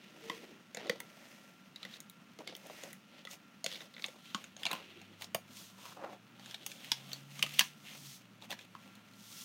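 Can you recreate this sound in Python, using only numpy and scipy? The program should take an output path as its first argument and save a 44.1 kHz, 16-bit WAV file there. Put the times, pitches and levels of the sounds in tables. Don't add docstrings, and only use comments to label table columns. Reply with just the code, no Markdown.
import sys
import numpy as np
from scipy import signal
from scipy.fft import rfft, irfft, next_fast_len
from scipy.io import wavfile

SR = 44100
rng = np.random.default_rng(int(sys.argv[2]) if len(sys.argv) > 2 else 0)


def inscribe(sig):
    pcm = np.round(np.clip(np.atleast_2d(sig).T, -1, 1) * 32767)
    wavfile.write(sys.argv[1], SR, pcm.astype(np.int16))


N = 416304


def from_db(db):
    return 10 ** (np.asarray(db) / 20)


def rms_one(x):
    return x / np.sqrt(np.mean(x ** 2) + 1e-20)


def peak_one(x):
    return x / np.max(np.abs(x))


def in_time(rows):
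    s, *columns = np.transpose(rows)
    return [np.interp(np.arange(N) / SR, s, c) for c in columns]


def coloured(x, spectrum):
    hz, gain_db = np.transpose(spectrum)
    size = next_fast_len(len(x))
    log_hz = np.log(np.arange(size // 2 + 1) * SR / size + 1)
    gain = from_db(np.interp(log_hz, np.log(hz), gain_db))
    return irfft(rfft(x, size) * gain, size)[:len(x)]


def high_pass(x, hz):
    return signal.sosfilt(signal.butter(4, hz, "high", fs=SR, output="sos"), x)


def low_pass(x, hz, order):
    return signal.sosfilt(signal.butter(order, hz, fs=SR, output="sos"), x)


def drift(rate_hz):
    r = np.exp(-2 * np.pi * rate_hz / SR)
    noise = rng.standard_normal(N + SR)
    return rms_one(signal.lfilter([1], [1, -2 * r, r * r], noise)[SR:])


def resonate(x, hz, width_hz):
    r = np.exp(-np.pi * width_hz / SR)
    poles = [1, -2 * r * np.cos(2 * np.pi * hz / SR), r * r]
    return signal.lfilter([(1 - r * r) / 2, 0, (r * r - 1) / 2], poles, x)


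def body(x, modes, extra_db=0):
    gains = from_db(np.array(modes)[:, 2] + extra_db) * (-1) ** np.arange(len(modes))
    return sum(g * resonate(x, hz, width_hz) for g, (hz, width_hz, db) in zip(gains, modes))


def glide(rows, second_db):
    hz, level_db = in_time(rows)
    s = np.arange(N) / SR
    fade_in = np.clip((s - rows[0][0]) / 0.04, 0, 1)
    fade_out = np.clip((rows[-1][0] - s) / 0.025 + 1, 0, 1)
    phase = 2 * np.pi * np.cumsum(hz) / SR
    tone = np.sin(phase) + from_db(second_db) * np.sin(2 * phase)
    return np.sqrt(2) * fade_in * fade_out * from_db(level_db) * tone


# (frequency [Hz], gain [dB])
AIR_SPECTRUM = [(18, -74), (30, -34.5), (157, -1.5), (194, 5), (404, -15), (569, -16.5), (1070, -16),
                (1350, -12.5), (1500, -15.5), (2750, -21), (4910, -35), (6550, -47), (7670, -52),
                (13300, -49), (16000, -33.5)]
AIR_RMS_DB, WHINE_HZ, WHINE_DB = -61, 1372, -76


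def room_tone():
    air = rng.standard_normal(N) * from_db(1.0 * drift(6.5))
    air = rms_one(coloured(air, AIR_SPECTRUM))
    whine_hz = WHINE_HZ + 2 * drift(3)
    whine = np.sqrt(2) * np.sin(2 * np.pi * np.cumsum(whine_hz) / SR) * from_db(3 * drift(2))
    return from_db(AIR_RMS_DB) * air + from_db(WHINE_DB) * whine


# (strongest time [s], swell [s], fade [s], rasp level [dB],
# table rumble level [dB], rumble pitch [Hz], fine hiss level [dB], rasp pitch [Hz])
STROKE_ROWS = [(.05, .2, 0.18, -64, -70, 382, -78, 2670), (.33, 0.23, 0.18, -56.5, -54.5, 435, -62.5, 2430),
               (.53, 0.16, 0.08, -64.5, -59, 365, -75, 2390),
               (.775, 0.022, 0.18, -55, -51.5, 524, -72, 1890), (.87, 0.12, 0.16, -58, -52, 460, -75, 3750),
               (1.3, 0.42, 0.35, -63.5, -65, 556, -66, 2070), (1.84, .08, .12, -59, -62.5, 626, -71, 3000),
               (1.95, 0.072, 0.032, -56, -73, 623, -63, 3400),
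               (2.4, 0.012, 0.04, -62, -47.5, 490, -67, 2200),
               (2.49, 0.028, 0.055, -52.5, -49, 400, -78, 3680), (2.7, 0.2, 0.18, -61, -59, 550, -64, 2220),
               (2.83, .15, 0.15, -57, -59, 570, -59, 2100), (3.2, 0.15, 0.04, -61.5, -64, 583, -78, 2880),
               (3.32, 0.032, 0.044, -55, -56, 714, -51.5, 2600),
               (3.71, .06, 0.17, -52, -64, 483, -58.5, 3160),
               (3.83, 0.062, 0.051, -65, -58.5, 566, -65, 2900),
               (4.05, 0.11, 0.15, -63.5, -60.5, 644, -62, 3200),
               (4.28, 0.11, 0.24, -58.5, -77, 420, -65.5, 3350),
               (4.41, 0.11, 0.093, -61.5, -61, 620, -65, 2300),
               (4.6, 0.023, 0.13, -59, -60, 700, -63, 2900),
               (4.73, 0.1, 0.089, -49.5, -46.5, 895, -59.5, 2410),
               (4.85, 0.18, 0.48, -60, -61, 340, -74, 2750),
               (5.23, 0.043, 0.038, -56.5, -57.5, 705, -55.5, 3130),
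               (5.592, .1, 0.15, -58.5, -64.5, 1040, -54, 3730),
               (5.869, 0.13, 0.11, -58.5, -55.5, 980, -57.5, 3330),
               (6.039, 0.077, 0.092, -73, -46, 725, -72, 2000),
               (6.13, 0.059, .04, -62.5, -51, 605, -68.5, 2200),
               (6.5, 0.13, 0.11, -56.5, -62, 706, -61, 3400), (6.63, .04, 0.044, -59, -65, 450, -74, 3400),
               (6.71, 0.099, 0.12, -60, -64, 480, -57.5, 3300),
               (6.85, 0.11, 0.35, -55, -61.5, 690, -59.5, 3120),
               (7.13, 0.11, 0.14, -58.5, -65, 750, -60, 3200), (7.39, 0.12, 0.22, -57, -63, 690, -57, 2600),
               (7.61, 0.21, 0.11, -49.5, -70, 800, -52, 2850),
               (7.88, 0.033, 0.059, -51.5, -70, 781, -59, 2500),
               (7.935, 0.04, .05, -54.5, -56.5, 740, -59, 2380),
               (8.13, 0.35, .08, -59.5, -71, 850, -53.5, 4000),
               (8.44, 0.026, 0.036, -58, -57, 750, -61.5, 2600),
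               (8.52, .025, 0.028, -47.5, -49.5, 738, -50.5, 2400),
               (8.62, 0.09, 0.036, -60.5, -63.5, 420, -66, 3230),
               (8.83, 0.18, 0.28, -66.5, -70, 710, -70.5, 2280),
               (9.41, 0.24, 0.23, -57, -66, 1007, -51, 3600)]
# (rasp level [dB], rumble level [dB], rumble pitch [Hz], hiss level [dB],
# rasp pitch [Hz])
RESTING_HANDS = (-69.5, -76.5, 548, -74.5, 2692)
STROKE_EDGE_DB, STROKE_ROUNDNESS = 15.5, 1.63


def strokes():
    s = np.arange(0, N + 64, 64) / SR
    at_s, swell_s, fade_s, *columns = np.transpose(STROKE_ROWS)[:, :, None]
    away = np.where(s < at_s, (at_s - s) / swell_s, (s - at_s) / fade_s)
    power_shape = from_db(-2 * STROKE_EDGE_DB * np.minimum(away, 9) ** STROKE_ROUNDNESS)
    shapes = np.vstack([power_shape, np.ones_like(s)])
    columns = [np.append(c, r)[:, None] for c, r in zip(columns, RESTING_HANDS)]
    rasp_db, rumble_db, rumble_hz, hiss_db, rasp_hz = columns
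    rasp, rumble, hiss = [shapes * from_db(2 * db) for db in (rasp_db, rumble_db, hiss_db)]
    pitches = [(p * hz).sum(0) / p.sum(0) for p, hz in ((rasp, rasp_hz), (rumble, rumble_hz))]
    gains = [np.sqrt(p.sum(0)) for p in (rasp, rumble, hiss)]
    return [np.interp(np.arange(N) / SR, s, c) for c in gains + pitches]


def grains(per_s, spread_db):
    sizes = from_db(spread_db * np.minimum(rng.exponential(1, N), 5)) * rng.choice([-1, 1], N)
    return sizes * (rng.random(N) < per_s / SR)


# (frequency [Hz], width [Hz], gain [dB])
TABLE_MODES = [(340, 84, 10.5), (437.6, 110, 2.5), (553, 110, 2.5), (685, 195, -1.5), (925, 330, -4.5)]


def table_rumble(catches, pitch_hz):
    bumps = (catches + 0.31 * rng.standard_normal(N)) * from_db(2.5 * drift(30))
    rumble, power = 0, 0
    for hz, width_hz, db in TABLE_MODES:
        gain = from_db(db - 19.4 * np.abs(np.log2(hz / pitch_hz)))
        rumble = rumble + gain * rms_one(resonate(resonate(bumps, hz, 4.8 * width_hz), hz, width_hz))
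        power = power + gain ** 2
    return rumble / np.sqrt(power)


RASP_FOCUS_DB_PER_OCTAVE = 8


def rasping(slips, modes, pitch_hz):
    rings, power = 0, 0
    for k, (hz, width_hz, db) in enumerate(modes):
        gain = from_db(db - RASP_FOCUS_DB_PER_OCTAVE * np.abs(np.log2(hz / pitch_hz)))
        rings = rings + gain * (-1) ** k * resonate(slips, hz, width_hz)
        power = power + gain ** 2 * width_hz
    return rms_one(rings / np.sqrt(power))


# (frequency [Hz], width [Hz], gain [dB])
ROLLER_MODES = [(1880, 350, 3.5), (2680, 630, 4), (3370, 1660, 1), (6040, 2400, -9.5)]
# (frequency [Hz], width [Hz], gain [dB])
PAPER_MODES = [(1980, 890, 1), (2730, 440, 5), (3260, 650, 3.5), (4220, 1100, -1.5), (5700, 850, -5.5)]
RUNNER_DOWN_S, RASP_TOP_HZ = 4.15, 7000
CRACKLES_PER_S, CRACKLE_DB = 130, -7


def paper_rasp(catches, pitch_hz):
    slips = catches + 0.5 * rng.standard_normal(N)
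    runner_in_hand = np.arange(N) < RUNNER_DOWN_S * SR
    rasp = np.where(runner_in_hand, rasping(slips, ROLLER_MODES, pitch_hz), rasping(slips, PAPER_MODES, pitch_hz))
    rasp = low_pass(high_pass(rasp, 1100), RASP_TOP_HZ, order=2)
    crackle = body(grains(CRACKLES_PER_S, spread_db=1.5) + 1e-18, PAPER_MODES)
    return rms_one(rasp) + from_db(CRACKLE_DB) * rms_one(high_pass(crackle, 1200))


# (frequency [Hz], gain [dB])
HISS_SPECTRUM = [(4500, 5), (6400, 2.5), (7600, -3.5), (9000, -4), (11000, -7.5), (13500, -5), (15800, -8)]


def fine_hiss(catches):
    hiss = coloured(catches + 0.63 * rng.standard_normal(N), HISS_SPECTRUM)
    return rms_one(high_pass(hiss, 5100))


def rubbing():
    rasp_gain, rumble_gain, hiss_gain, rasp_hz, rumble_hz = strokes()
    catches = grains(1800 * from_db(4 * drift(40)), spread_db=3.3) * from_db(2.5 * drift(60))
    rumble = rumble_gain * table_rumble(catches, rumble_hz)
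    rasp = rasp_gain * paper_rasp(catches, rasp_hz)
    return rumble + rasp + hiss_gain * fine_hiss(catches)


# (time [s], pitch [Hz], level [dB])
HOOT_CURVE = [(0.21, 456, -53), (0.292, 448, -56.5), (0.32, 481, -54), (0.344, 442, -55), (0.4, 483, -65)]


def hoot():
    return glide(HOOT_CURVE, second_db=-30)


# (frequency [Hz], width [Hz], gain [dB])
TICK_MODES = [(6540, 780, 3.5), (7250, 780, -6), (8330, 210, -4.5)]
TABLE_HZ = 207.5
IMPACT, IMPACT_S = 6, 0.0007


def clicks(events, modes, snap_t60_s, contact_t60_s, thud_width_hz, focus_db, spread_db):
    size = 4096
    out = np.zeros(N + size)
    s = np.arange(size) / SR
    decay = from_db(-60 * s / snap_t60_s) + 0.23 * from_db(-60 * s / contact_t60_s)
    shape = (1 - np.exp(-s / 0.00041)) * decay
    impact = IMPACT * (np.arange(size) == round(IMPACT_S * SR))
    mode_hz = np.array(modes)[:, 0]
    for at_s, peak_db, bright_hz, thud_db, thud_hz, tick_db, sizzle_db in events:
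        contact = rng.standard_normal(size) * shape + impact + 1e-18
        focus = -focus_db * np.abs(np.log2(mode_hz / bright_hz))
        strength_db = spread_db * rng.standard_normal(len(modes)) + focus
        ring = high_pass(body(contact, modes, strength_db), 985)
        crack = resonate(contact, bright_hz, 2500)
        struck = peak_one(ring) + 0.29 * peak_one(crack)
        thud = resonate(resonate(contact, thud_hz, 4.9 * thud_width_hz), thud_hz, thud_width_hz)
        deep = resonate(resonate(contact, TABLE_HZ, 140), TABLE_HZ, 130)
        thud = peak_one(thud) + 0.29 * peak_one(deep)
        tick = high_pass(body(contact, TICK_MODES), 6030)
        sizzle = high_pass(contact, 6970)
        at = round(at_s * SR)
        for part, db in ((struck, 0), (thud, thud_db), (tick, tick_db), (sizzle, sizzle_db)):
            out[at:at + size] += from_db(peak_db + db) * peak_one(part)
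    return out[:N]


# (first time [s], teeth [count], gap [s], peak level [dB], brightest [Hz])
RATCHET_RUNS = [(3.715, 5, 0.01, -35, 3580), (3.8048, 2, 0.012, -39, 2830), (3.9386, 2, .008, -44.5, 4010),
                (3.9647, 3, 0.015, -40, 2120)]
# (thud re peak [dB], thud pitch [Hz], tick re peak [dB], sizzle re peak [dB])
TOOTH_PARTS = (-18.5, 522, -24, -26)


def teeth():
    return [(s + k * gap_s, db, hz, *TOOTH_PARTS)
            for s, count, gap_s, db, hz in RATCHET_RUNS for k in range(round(count))]


# (time [s], peak level [dB], brightest [Hz], thud re peak [dB], thud pitch [Hz],
# tick re peak [dB], sizzle re peak [dB])
RUNNER_CLICKS = [(0.2975, -27.5, 2080, -3, 1070, -38, -26), (0.7462, -37, 1900, -6, 533, 1.5, -24),
                 (0.7699, -31.5, 2700, -6.5, 524, -9, -31), (0.8689, -41, 3300, -10, 525, -7, -10),
                 (0.8954, -20, 1640, -5, 490, -14, -9), (1.0023, -31.5, 1970, -14, 940, -10, 7.5),
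                 (1.7594, -36.5, 3980, -41, 1280, -12, -20), (1.8295, -32, 3430, -15, 1320, -23, -33),
                 (1.8497, -33.5, 1850, -17, 520, -16, -35), (1.938, -37, 3700, -33, 1170, -18, -31),
                 (2.0029, -43.5, 2990, -30, 1260, 6.5, 12), (2.0974, -46, 4100, -25, 371, -17, 14.5),
                 (2.388, -41.5, 3060, -2.5, 460, -5, -27), (2.4743, -31, 3430, -15, 525, -35, -25),
                 (2.5244, -45.5, 2610, 2, 556, -12, -19), (2.5506, -35, 3370, -23, 360, -15, -7),
                 (2.5648, -51, 3450, -16, 498, -6, 20), (2.668, -51, 3000, -7, 550, 0, 13),
                 (2.6978, -47.5, 2130, 8, 570, -7, -20), (2.835, -37.5, 2180, -3.5, 585, -1, -2),
                 (2.9297, -43.5, 1980, -24, 1230, -15, 15), (3.2505, -35.5, 3700, -12.5, 590, -12, -31),
                 (3.271, -37.5, 1830, -7.5, 1250, -14, -24), (3.3112, -40.5, 3850, -27, 507, 1, -17),
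                 (3.6422, -27, 4140, -10, 660, -0.5, -22), (3.6616, -22.5, 3230, -13, 518, -7.5, -28),
                 (4.0218, -36, 3990, -22, 1270, -10, -18), (4.0411, -21.5, 3730, -25, 1260, -31, -39),
                 (4.0616, -43.5, 3240, -9, 840, 7.5, -8), (4.0823, -40.5, 2160, -5.5, 530, -11, -28)]
# (frequency [Hz], width [Hz], gain [dB])
SHELL_RESONANCES = [(1360, 830, -8), (1980, 125, 3), (2180, 150, -1.5), (2670, 410, -4), (3370, 670, 0.5),
                    (3700, 480, 4), (4300, 780, -5)]


def runner_shell():
    return clicks(RUNNER_CLICKS + teeth(), SHELL_RESONANCES, snap_t60_s=0.019, contact_t60_s=0.022,
                  thud_width_hz=84, focus_db=6.5, spread_db=2.0)


ROOM_T60_S, ROOM_DB, WALL_CUT_HZ, ECHO_RISE_S = 0.094, -12, 2200, 0.0064


def room(x):
    s = np.arange(SR // 2) / SR
    bright, dull = rng.standard_normal((2, len(s)))
    dull = rms_one(low_pass(dull, WALL_CUT_HZ, order=1))
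    bright_tail = 1.16 * bright * from_db(-60 * s / (1.9 * ROOM_T60_S))
    dull_tail = dull * from_db(-60 * s / ROOM_T60_S)
    echoes = (bright_tail + dull_tail) * np.clip(s / ECHO_RISE_S, 0, 1)
    return signal.fftconvolve(x, echoes / np.sqrt(np.sum(echoes ** 2)))[:N]


# (time [s], peak level [dB], brightest [Hz], thud re peak [dB], thud pitch [Hz],
# tick re peak [dB], sizzle re peak [dB])
CARD_SNAPS = [(4.346, -22.5, 3170, -3, 1104, -11, -24), (4.4403, -39, 2280, -24, 557, -2.5, -34),
              (4.565, -38, 3100, -13.5, 557, -4, -30), (4.6325, -27, 2770, -17, 1240, -22, -21),
              (4.6533, -22, 2780, -14.5, 760, -15, -19), (4.6643, -21.5, 2830, -13, 780, -10, -31),
              (4.7132, -26, 2490, -17, 1140, -14, -2), (4.7299, -28, 2960, -3, 1030, -17, 2),
              (5.015, -42, 3500, -10.5, 800, -7, -10), (5.22, -31.5, 2670, -16, 830, -6, 0),
              (5.243, -36, 4200, -17, 800, -13, -12), (5.3462, -21.5, 1980, -3.5, 647, -5.5, 5),
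              (6.1304, -52.5, 1730, 10.5, 663, -23, -27), (6.395, -45, 3400, -6, 700, -9, -8),
              (6.4592, -39.5, 3300, -28, 619, -5.5, -22), (6.5101, -37.5, 3300, -36, 600, -19, -24),
              (6.5435, -30.5, 3290, -16.5, 703, -31, -30), (6.663, -30, 3080, -16, 778, -2, 9),
              (6.7161, -33, 3380, -30, 431, -13, -25), (6.8448, -37, 3010, -34, 794, -17, -1),
              (6.9172, -13, 3730, -21.5, 910, -33, -42), (7.1167, -33, 3500, -27, 676, -15, -12),
              (7.1312, -25.5, 3600, -25, 557, -21, -2), (7.3921, -32, 2370, -7, 1210, -5.5, -14),
              (7.4255, -13, 2650, -25, 1290, -17, -46), (7.4354, -36.5, 2584, 0.5, 660, -23, -38),
              (7.4634, -29, 2760, -12, 1290, -27, -26), (7.5383, -36, 4100, -28, 633, -28, 6),
              (7.5879, -25, 3477, -34, 960, -24, -5), (7.5926, -6, 3230, -33, 650, -8, 2),
              (7.6075, -19, 4480, -10.5, 1050, -23, -49.5), (8.422, -39.5, 3880, -9.5, 846, -11, -28),
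              (8.5052, -32, 3000, -20, 650, -7, 4), (8.5144, -30, 4040, -13, 685, -18, -24),
              (8.525, -31, 2030, -11.5, 970, -18, -44), (8.59, -40, 3300, -16, 900, -18, -20),
              (8.7505, -43.5, 3440, 6, 1043, -16, -19), (8.953, -50, 4000, -15, 600, -4, 5),
              (9.135, -49, 3980, -14, 600, -6, -7)]
# (frequency [Hz], width [Hz], gain [dB])
CARD_RESONANCES = [(1150, 620, -9.5), (1794, 324, 3), (1865, 850, -0.5), (2600, 460, 1.5), (2760, 730, 2),
                   (3650, 690, -3.5), (4460, 650, -1.5), (4630, 1740, -5), (5930, 810, -6.5)]


def card_snaps():
    return clicks(CARD_SNAPS, CARD_RESONANCES, snap_t60_s=0.02, contact_t60_s=0.059,
                  thud_width_hz=188, focus_db=12.5, spread_db=4.0)


# (time [s], firing pitch [Hz], level before the microphone [dB])
ENGINE_CURVE = [(4.4, 86.5, -73), (4.85, 93, -73), (5.05, 100.4, -64.5), (6.0, 111.1, -71.5),
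                (6.45, 123, -66), (6.74, 129.4, -74), (6.91, 132.8, -60), (7.47, 144, -53.5),
                (7.77, 149.5, -68.5), (7.96, 146.6, -65.5), (8.08, 139, -54), (8.18, 122.7, -73),
                (8.3, 114, -67), (8.88, 107.7, -70.5), (9.44, 114, -68)]


def engine():
    return glide(ENGINE_CURVE, second_db=-20.5)


def scene():
    struck = runner_shell() + card_snaps()
    echoed = struck + from_db(ROOM_DB) * room(struck)
    return (room_tone() + rubbing() + hoot() + echoed + engine())[None]


CUTOFF_HZ = 16600


def record(dry):
    thin = signal.sosfilt(signal.butter(2, 110, "high", fs=SR, output="sos"), dry)
    return signal.sosfilt(signal.cheby2(14, 60, CUTOFF_HZ, fs=SR, output="sos"), thin)


dry = scene()
out = record(dry)
inscribe(out)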